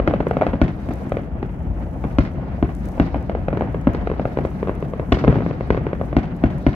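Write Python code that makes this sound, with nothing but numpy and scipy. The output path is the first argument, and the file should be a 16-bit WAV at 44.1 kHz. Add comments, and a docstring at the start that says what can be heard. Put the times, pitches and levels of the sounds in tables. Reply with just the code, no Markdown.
"""Firework shells burst far across a river at night, heard on a small hand-held stereo recorder.
A dense volley opens, thins to scattered bursts, and thickens again from three seconds until heavy blasts end it.
Each blast is an N-shaped pressure wave: first straight, then off the water, with a knock and a low swing,
then off near walls, the river bank and houses. Behind them the town rolls a rumble of banded noise: the middle
bands follow the echo energy, the deepest and brightest their own courses. A faint spitting hiss ticks over it."""
import sys
import numpy as np
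from scipy import signal
from scipy.fft import rfft, irfft, next_fast_len
from scipy.io import wavfile
from scipy.ndimage import uniform_filter1d, minimum_filter1d, map_coordinates

SR = 44100
rng = np.random.default_rng(int(sys.argv[2]) if len(sys.argv) > 2 else 0)


def log_audio(samples):
    """Write samples as a 16-bit WAV file to the path given in sys.argv[1]."""
    # one column per channel
    frames = np.atleast_2d(samples).T
    # limit to full scale, then quantise
    limited = np.clip(frames, -1, 1)
    pcm = np.round(limited * 32767).astype(np.int16)
    wavfile.write(sys.argv[1], SR, pcm)


N = 297656

# Blasts, and a few sharp bounces given rows of their own, before the colour of the air:
# start_s, peak_db, length_ms, treble_db
BLASTS = [(0.0001, -5, 1.1, -1.5), (0.0756, -4, 1.0, 7.5), (0.0785, -5.5, 1.5, 3.0), (0.0843, -9, 1.9, -3),
          (0.1104, -9.5, 1.8, 2), (0.138, -6, 1.0, -1.0), (0.2042, -7.5, 1.4, -2), (0.2076, -10, 1, 1),
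          (0.2684, -8, 1.3, 1), (0.311, -4.5, 0.9, 0), (0.3689, -5, 1.0, 1), (0.4126, -5.5, 0.84, 1.0),
          (0.4192, -5.5, 0.57, -2), (0.4222, -5, 0.9, -4), (0.4318, -9.5, 0.8, 2.0), (0.4668, -5, 1, 4.0),
          (0.4726, -16, 2.6, 6.5), (0.5341, -12, 1.3, 0), (0.5383, -12.5, 2.5, -5), (0.6161, -1, 2.2, 9),
          (0.888, -16.5, 2.2, 3), (0.9079, -15.5, 1.9, 0.0), (0.913, -18, 2.4, -4), (1.1203, -7, 1.0, 1),
          (1.1697, -11, 1.1, 5.5), (1.4287, -13, 1.6, 5.5), (2.0398, -16, 0.9, -6),
          (2.0407, -17.5, 1.1, 5.5), (2.0495, -15, 2.8, -3), (2.1857, -2.5, 2.3, 10), (2.627, -5, 2.1, 0.5),
          (2.9791, -20.5, 0.8, 1), (2.999, -1.5, 2.1, 6.5), (3.1449, -9.5, 0.82, -0.5),
          (3.1587, -15, 2.6, 1), (3.2964, -9, 0.92, 3), (3.3508, -10, 0.87, -7), (3.484, -6.5, 1, 0),
          (3.529, -11.5, 1, -11), (3.534, -14.5, 2.3, -9), (3.5728, -10.5, 1.4, 6),
          (3.6094, -6.5, 0.8, -2.5), (3.6213, -10, 1.1, -8), (3.7454, -12.5, 1.2, -1),
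          (3.8714, -3, 2.35, -1), (3.9483, -12, 1.5, 9), (4.073, -8.5, 1.0, 4.5), (4.1, -12, 1.2, -1),
          (4.1156, -11, 1.3, -5), (4.1964, -9, 0.9, -2), (4.2542, -7.5, 1.0, -2), (4.3725, -8, 1.3, -1.5),
          (4.3877, -7.5, 1.1, -1), (4.4508, -9, 1.2, 1), (4.6292, -9.5, 1.3, -4), (4.6732, -13, 1.1, 3),
          (4.6839, -13.5, 1.2, 2), (4.6947, -8.0, 1.2, -10), (4.826, -13, 1.2, 0.5),
          (4.9359, -14.5, 1.2, -3), (4.9968, -11, 1.2, -4), (5.1214, -2.5, 2.2, 9.5),
          (5.1242, -1.5, 1.1, 13.5), (5.1709, -12, 1.2, -5), (5.2405, -7.0, 1.1, -4),
          (5.2469, -5.5, 1.2, -6), (5.2732, -11.5, 1.2, 1), (5.279, 0, 3, 3), (5.2831, -15, 1.4, 2.5),
          (5.3267, -10.5, 1.2, 3), (5.3569, -10.0, 1.6, 0), (5.3665, -14.5, 2.6, -7),
          (5.386, -14, 1.1, 2.0), (5.4058, -13, 1.3, -10), (5.4219, -15.5, 2.0, -6),
          (5.4635, -10, 1.2, -1.5), (5.5102, -13, 1.2, 0.5), (5.6087, -10.5, 1.2, -3),
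          (5.7046, -0.5, 1.3, 5), (5.7468, -10.5, 1.2, 0.5), (5.7758, -10.5, 1.2, -3),
          (5.8676, -9.5, 1.4, -1), (5.9313, -9.5, 1.2, 1), (6.0134, -10.0, 1.1, -6), (6.129, -13, 1.1, 0.5),
          (6.167, -2.5, 2.1, 9), (6.4387, -2.5, 2.1, 5.5), (6.6662, -1.5, 2.2, 7)]
# Colour of the long way through the air: freq_hz, gain_db
AIR_COLOUR = [(200, 3), (700, 5), (1000, 1), (2000, -2), (3200, -13), (3900, -18.5), (5000, -21.5),
              (7000, -33.5), (12000, -58)]
# Low swing after a blast, and its return: pitch_hz, t60_s, start_s, return_delay_s, return_db
LOW_SWING = (99, .039, .005, .0163, -5.5)
# Flat walls near the recorder, for a 1 ms blast: delay_s, level_db
NEAR_WALLS = [(.0071, -20), (.01215, -29), (.0185, -20.5)]
# Bright returns off the river bank: delay_s, level_db
BANK_SLAPS = [(.0645, -15), (.075, -20), (.089, -20)]
# Diffuse returns from waves, river bank and houses behind: delay_s, t60_s, level_db at 1 kHz, tilt_db_per_octave
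CLOUDS = [(.001, 0.045, -32, 2), (.019, 0.3, -43, 0.5), (.02, 0.064, -43, 2), (.064, 0.13, -45, 2)]
# Rows boom, roar, rush of the town's rumble: level_db, level_db_per_db of echo energy
TOWN_ROLL = [(-28, 2), (-38.5, 0.7), (-47.5, 2)]
# Noise colours, relative for the steady noise: freq_hz, density_db_per_hz
DEEP_COLOUR = [(20, -53), (35, 8), (52, 15.5), (70, 14), (95, 9), (130, -55.5), (200, -120)]
BOOM_COLOUR = [(70, -38.5), (110, 3), (165, 4), (300, -5), (400, -10.5), (550, -60.5), (800, -120)]
ROAR_COLOUR = [(300, -43), (450, -3.5), (680, -4), (900, -10), (1200, -18.5), (1600, -63.5), (2400, -120)]
RUSH_COLOUR = [(900, -13.5), (1300, 0.5), (2000, -5), (3100, -15.5), (3400, -20), (3800, -31.5),
               (6500, -36), (9000, -50.5), (12000, -120)]
SHEEN_COLOUR = [(2000, -120), (2800, -27.5), (3600, 1.5), (5000, -3.5), (6500, -15.5), (8000, -37),
                (10000, -120)]
# The same for the hiss; it also sets the level of the ticks: freq_hz, density_db_per_hz
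FIZZ_COLOUR = [(3000, -14.5), (6000, 2.5), (8500, -4), (11000, -1.5), (14000, -7), (16000, -8)]
# Course of the deepest bass: time_s, level_db
DEEP_COURSE = [(0.0, -20), (0.17, -28), (2.89, -30), (3.25, -24), (4.81, -31), (5.09, -27), (5.28, -28.5),
               (5.43, -31.5), (6.75, -32)]
# Course of the bright wash in the echoes: time_s, level_db
SHEEN_COURSE = [(0.0, -68), (1.0, -64.5), (1.24, -77), (1.5, -78), (2.17, -69.5), (2.22, -59),
                (2.35, -70.5), (2.98, -66), (3.05, -53), (3.12, -64), (3.63, -75), (4.12, -64), (5.1, -71),
                (5.15, -61), (5.3, -56), (5.68, -66), (5.74, -56), (5.83, -74), (6.45, -67), (6.65, -60),
                (6.7, -52), (6.75, -56)]
# Course of the treble hiss: time_s, level_db
HISS_COURSE = [(0.0, -75), (0.3, -70.5), (0.6, -75), (0.95, -66), (1.15, -69), (1.3, -76.5), (2.05, -69),
               (2.5, -74), (2.9, -63.5), (3.15, -73.5), (4.1, -74), (4.4, -70), (5.05, -69.5), (5.3, -74),
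               (5.9, -75), (6.05, -70), (6.3, -77.5), (6.6, -67.5), (6.75, -72.5)]
# Faint close ticks, before the fizz colour: start_s, level_db
CLOSE_TICKS = [(0.2838, -37.5), (0.3831, -47), (0.9163, -50.5), (1.095, -41.5), (2.7503, -36),
               (3.8138, -43.5), (3.935, -38.5), (4.3315, -48), (4.4593, -43.5), (5.674, -49), (3.227, -44),
               (6.06, -44), (6.365, -44.5)]
# Likeness of the noise at the two microphone ports: freq_hz, correlation (no unit)
PORT_LIKENESS = [(60, 0.99), (250, 0.94), (500, 0.69), (1000, 0.42), (2000, 0.018), (6000, 0.2),
                 (12000, 0.36)]
# Unequal microphone ports: freq_hz, left_over_right_db, left_lead_rad
PORT_COLOUR = [(40, 4, -.45), (250, 1.5, -.2), (860, 0, .1), (1200, 0, 1), (1550, -.5, 1.9),
               (2600, -1.5, 6.2), (4000, -1, 7.5), (5700, 0, 10.4), (12000, 5, 12)]

# Pressure wave: suction is deepest SLIDE_LENGTHS in; its depth over the peak grows with length up to DEEPEST.
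SLIDE_LENGTHS, SUCTION_PER_MS, DEEPEST = 1.2, .46, 1.05
# Return to rest, counted in slides: it falls with the cube of length, within these limits.
RECOVER, QUICKEST, SLOWEST = 1.7, .16, 1.2
# A bigger shell bursts higher: its bounce off the water comes this many blast lengths late.
BOUNCE_LENGTHS, BOUNCE_DB = 1.56, -7.5
EDGE_HZ = 1600  # the front's treble starts here
GLINT_HZ, GLINT_DB, GLINT_GROWS = 3470, -3, 0.73  # extra gain above this: offset, dB per dB of treble
# Part of a 1 ms blast's treble energy that the air smears (less for longer ones), and its decay.
RAGGED_SHARE, RAGGED_T60_S = .5, .02
LONGEST_MS = 2.3  # swing and wall echoes grow with length up to here
THUMP_DB, THUMP_DB_PER_OCTAVE = -23, 20  # swing under the peak of a 1 ms blast, gain per doubling of length
# A 1 ms pop rings at this pitch, longer ones lower; level under the peak, weaker for longer ones.
RING_HZ, RING_SPREAD, RING_T60_S = 430, .35, .03
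RING_DB, RING_DB_PER_OCTAVE, RING_SPREAD_DB = -12, -9, 3
# Wall delays (as a fraction) and levels vary; walls return bass, so long blasts best.
WALL_SHIFT, WALL_SPREAD_DB, WALL_HZ, WALL_DB_PER_OCTAVE = .012, 1.5, 750, 11
SLAP_HZ, SLAP_T60_S = 800, .009  # a slap keeps the blast above this, smeared so long
APART_HZ, APART_SHARE = 600, 0.75  # above this the ports hear different scatter; share of that difference
# The town's answer dies and swells so; earlier shells keep up this floor of echo energy.
ECHO_T60_S, ECHO_RISE_S, QUIET_DB = 1.48, 0.0027, 0
SPIT_PER_S, SPIT_DB, SPIT_SPREAD_DB = 160, 11, 3  # small spits: rate, least size over the hiss, spread
BASS_CUT_HZ, TOP_HZ = 41, 15800  # the recorder's band


def bursts():
    """Each row's straight and bounced blast with knock, swing, wall echoes and scatter, summed in stereo."""
    start_s, peak_db, length_ms, treble_db = np.transpose(BLASTS)[:, :, None]
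    octaves = np.log2(np.minimum(length_ms, LONGEST_MS))
    t = np.arange(SR // 8) / SR
    direct = blast(1e3 * t, length_ms)
    bounce = amp(BOUNCE_DB) * blast(1e3 * t - BOUNCE_LENGTHS * length_ms, length_ms)
    both = amp(peak_db) * np.array([direct, bounce])
    both = signal.fftconvolve(both, causal(AIR_COLOUR)[None, None], axes=2)[..., :len(t)]

    edge = highpass(both, EDGE_HZ)
    dull = both - edge
    edge = edge + (amp(GLINT_DB + GLINT_GROWS * treble_db) - 1) * highpass(edge, GLINT_HZ)
    # Gusts on the way make some fronts steeper than others.
    straight = dull[0] + amp(treble_db) * edge[0]
    near = dull.sum(axis=0) + amp(treble_db) * ragged(edge.sum(axis=0), length_ms)

    near = near + ring(peak_db, length_ms, t)
    near = near + amp(peak_db + THUMP_DB + THUMP_DB_PER_OCTAVE * octaves) * low_swing(t)
    near = near + amp(WALL_DB_PER_OCTAVE * octaves) * walls(straight)
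    near = near + slaps(straight)
    tails = signal.fftconvolve(straight[:, None], scatter(count=len(BLASTS)), axes=2)

    out = np.zeros((2, N + SR))
    for k, start in enumerate(np.round(start_s[:, 0] * SR).astype(int)):
        out[:, start:start + len(t)] += near[k]
        out[:, start:start + tails.shape[2]] += tails[k]
    return out[:, :N]


def blast(ms, length_ms):
    """N-shaped pressure: a jump up, a slide into suction, a return; long blasts suck deeper and snap back."""
    slides = ms / (SLIDE_LENGTHS * length_ms)
    suction = np.minimum(SUCTION_PER_MS * length_ms, DEEPEST)
    recover = np.clip(RECOVER / length_ms ** 3, QUICKEST, SLOWEST)
    fall = 1 - (1 + suction) * slides
    rest = -suction * np.exp(-np.maximum(slides - 1, 0) / recover)
    return np.where(slides < 1, fall, rest) * (slides >= 0)


def ragged(edge, length_ms):
    """Eddies in the air smear each front's treble over a few milliseconds, each in its own colour."""
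    t = np.arange(SR // 20) / SR
    share = np.clip(RAGGED_SHARE / length_ms ** 2, 0, 1)
    smear = rng.standard_normal((len(edge), len(t))) * amp(-60 * t / RAGGED_T60_S)
    smear /= np.linalg.norm(smear, axis=1, keepdims=True)
    smeared = signal.fftconvolve(edge, smear, axes=1)[:, :edge.shape[1]]
    return np.sqrt(1 - share) * edge + np.sqrt(share) * smeared


def ring(peak_db, length_ms, t):
    """The short low knock after each pop: a dying sine one period late, in its own pitch and size."""
    pitch, size = rng.standard_normal((len(peak_db), 2)).T[:, :, None]
    hz = RING_HZ / length_ms * np.exp(RING_SPREAD * pitch)
    late = np.maximum(t - 1 / hz, 0)
    ring_db = peak_db + RING_DB + RING_DB_PER_OCTAVE * np.log2(length_ms) + RING_SPREAD_DB * size
    return amp(ring_db - 60 * late / RING_T60_S) * np.sin(2 * np.pi * hz * late)


def low_swing(t):
    """A dying bass sine that starts into suction, and its later return."""
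    hz, t60, wait, lag, back_db = LOW_SWING

    def swing(age):
        return -amp(-60 * np.abs(age) / t60) * np.sin(2 * np.pi * hz * age) * (age > 0)

    return swing(t - wait) + amp(back_db) * swing(t - wait - lag)


def walls(straight):
    """Dull copies off flat walls: delay and level vary a little per blast, one shared treble loss."""
    shifts, sizes = rng.standard_normal((len(straight), len(NEAR_WALLS), 2)).T
    padded = 2 * straight.shape[1]
    hz = np.fft.rfftfreq(padded, 1 / SR)
    paths = 0
    for (lag, db), shift, size in zip(NEAR_WALLS, shifts, sizes):
        delay = lag * (1 + WALL_SHIFT * shift)[:, None]
        paths = paths + amp(db + WALL_SPREAD_DB * size)[:, None] * np.exp(-2j * np.pi * hz * delay)
    return irfft(rfft(straight, padded) * paths / (1 + 1j * hz / WALL_HZ))[:, :straight.shape[1]]


def slaps(straight):
    """Bright copies off the river bank, each briefly smeared by a dying burst of noise."""
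    t = np.arange(straight.shape[1]) / SR
    grit = rng.standard_normal((len(straight), len(t)))
    paths = sum(amp(db - 60 * np.abs(t - lag) / SLAP_T60_S) * (t >= lag) for lag, db in BANK_SLAPS) * grit
    paths /= np.sqrt(SLAP_T60_S * SR / (2 * np.log(1000)))  # unit energy for a 0 dB slap
    return signal.fftconvolve(highpass(straight, SLAP_HZ), paths, axes=1)[:, :len(t)]


def scatter(count):
    """One stereo tail per blast, made of a few dying clouds of small reflections."""
    hz, t, grains = signal.stft(rng.standard_normal((count, 2, SR // 4)), SR, nperseg=96)
    octaves = np.log2(np.maximum(hz, 200) / 1000)[:, None]
    clouds = sum(amp(db + tilt_db * octaves - 60 * (t - lag) / t60) * (t >= lag)
                 for lag, t60, db, tilt_db in CLOUDS)
    tails = signal.istft(grains * clouds, SR, nperseg=96)[1]
    shared, apart = tails[:, :1], highpass(tails[:, 1:], APART_HZ)
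    return shared * [[1], [1]] + APART_SHARE * apart * [[1], [-1]]


def rumble():
    """Far echoes merge into noise bands: three follow the echo energy; all but the deepest share lumps."""
    boom_db, roar_db, rush_db = (db + grows * echoes() for db, grows in TOWN_ROLL)
    lumps = wobble(16)
    deep = amp(curve(DEEP_COURSE) + 1.8 * wobble(3.23)) * noise(DEEP_COLOUR)
    boom = amp(boom_db + 1.1 * lumps + 1.5 * wobble(30)) * noise(BOOM_COLOUR)
    roar = amp(roar_db + 1.3 * lumps + 2.1 * wobble(60)) * noise(ROAR_COLOUR)
    rush = amp(rush_db + 1.5 * lumps + 1.4 * wobble(60)) * noise(RUSH_COLOUR)
    sheen = amp(curve(SHEEN_COURSE) + 1.4 * lumps + 2.7 * wobble(60)) * noise(SHEEN_COLOUR)
    return deep + boom + roar + rush + sheen


def echoes():
    """Energy of all blasts so far that still wanders through the town, in dB around its mean."""
    start_s, peak_db, length_ms, _ = np.transpose(BLASTS)
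    step_s = .01
    age = np.maximum(np.arange(0, N / SR + .02, step_s)[:, None] - start_s, 0)
    swell = 1 - np.exp(-age / ECHO_RISE_S)
    power = (amp(2 * peak_db - 120 * age / ECHO_T60_S) * length_ms * swell).sum(axis=1)
    energy_db = 10 * np.log10(power + amp(2 * QUIET_DB))
    return np.interp(np.arange(N) / SR, np.arange(len(age)) * step_s, energy_db - energy_db.mean())


def fizz():
    """A faint flickering treble hiss, with random spits and single ticks as dying snaps of noise."""
    hiss_db = curve(HISS_COURSE)
    flicker_db = 1.6 * wobble(12) + 1.2 * wobble(34) + 1.6 * wobble(370)
    hiss = amp(hiss_db + flicker_db) * noise(FIZZ_COLOUR)
    when, size = rng.random((round(SPIT_PER_S * N / SR), 2)).T
    spit_db = hiss_db[(when * N).astype(int)] + SPIT_DB - SPIT_SPREAD_DB * np.log(1 - size)
    ticks, t = np.zeros((2, N + SR)), np.arange(200) / SR
    for s, db in [*CLOSE_TICKS, *zip(when * N / SR, spit_db)]:
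        snap = amp(db - 60 * t / 0.0057) * rng.standard_normal((2, len(t)))
        ticks[:, round(s * SR):][:, :len(t)] += snap
    return hiss + filtered(ticks[:, :N], lambda hz: amp(along(FIZZ_COLOUR, hz)))


def noise(spectrum):
    """Stereo noise of rms 1, as alike as two close ports hear it."""
    def mid_side(hz):
        turn = np.arccos(np.clip(along(PORT_LIKENESS, hz), -1, 1)) / 2
        return amp(along(spectrum, hz)) * [np.cos(turn), np.sin(turn)]

    mid, side = filtered(rng.standard_normal((2, N)), mid_side)
    return unit(np.array([mid + side, mid - side]))


def wobble(rate):
    """A smooth random curve, rate knots a second."""
    return map_coordinates(rng.standard_normal(int(N * rate / SR) + 4), [np.arange(N) * rate / SR])


def curve(rows):
    """One value per sample from (s, value) rows, in straight lines."""
    s, values = np.transpose(rows)
    return np.interp(np.arange(N) / SR, s, values)


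def along(points, hz, axis=1):
    """One column of (Hz, value, ..) points on a log axis."""
    table = np.array(points)
    return np.interp(np.log(hz + 1), np.log(table[:, 0] + 1), table[:, axis])


def causal(points, size=2048):
    """Impulse response of (Hz, dB) points that starts at once: minimum phase, by folding the cepstrum."""
    cepstrum = irfft(np.log(amp(along(points, np.fft.rfftfreq(size, 1 / SR)))))
    cepstrum[1:size // 2] *= 2
    cepstrum[size // 2 + 1:] = 0
    return irfft(np.exp(rfft(cepstrum)))[:size // 2]


def filtered(x, response):
    """x times a complex response of frequency."""
    m = next_fast_len(N + SR // 2)
    return irfft(rfft(x, m) * response(np.fft.rfftfreq(m, 1 / SR)), m)[..., :N]


def highpass(x, hz, order=2):
    """Butterworth high-pass along time."""
    return signal.sosfilt(signal.butter(order, hz, "high", fs=SR, output="sos"), x)


def amp(db):
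    """Amplitude factor of a level in dB."""
    return 10 ** (np.asarray(db) / 20)


def unit(x):
    """x scaled to rms 1."""
    return x / np.sqrt(np.mean(x ** 2) + 1e-20)


def scene():
    """Blasts, rumble and fizz reach two ports of unequal colour and phase, the left one leading in the treble."""
    def half(hz):
        return amp(along(PORT_COLOUR, hz) / 2) * np.exp(.5j * along(PORT_COLOUR, hz, axis=2))

    return filtered(bursts() + rumble() + fizz(), lambda hz: np.array([half(hz), 1 / half(hz)]))


def record(dry):
    """The recorder: bass cut, a look-ahead limiter at full scale and the band limit."""
    cut = highpass(dry, BASS_CUT_HZ, order=4)
    need = np.minimum(1, 1 / (np.abs(cut).max(axis=0) + 1e-9))
    gain = uniform_filter1d(minimum_filter1d(need, size=61), size=60)
    return filtered(cut * gain, lambda hz: hz < TOP_HZ)


dry = scene()
out = record(dry)
log_audio(out)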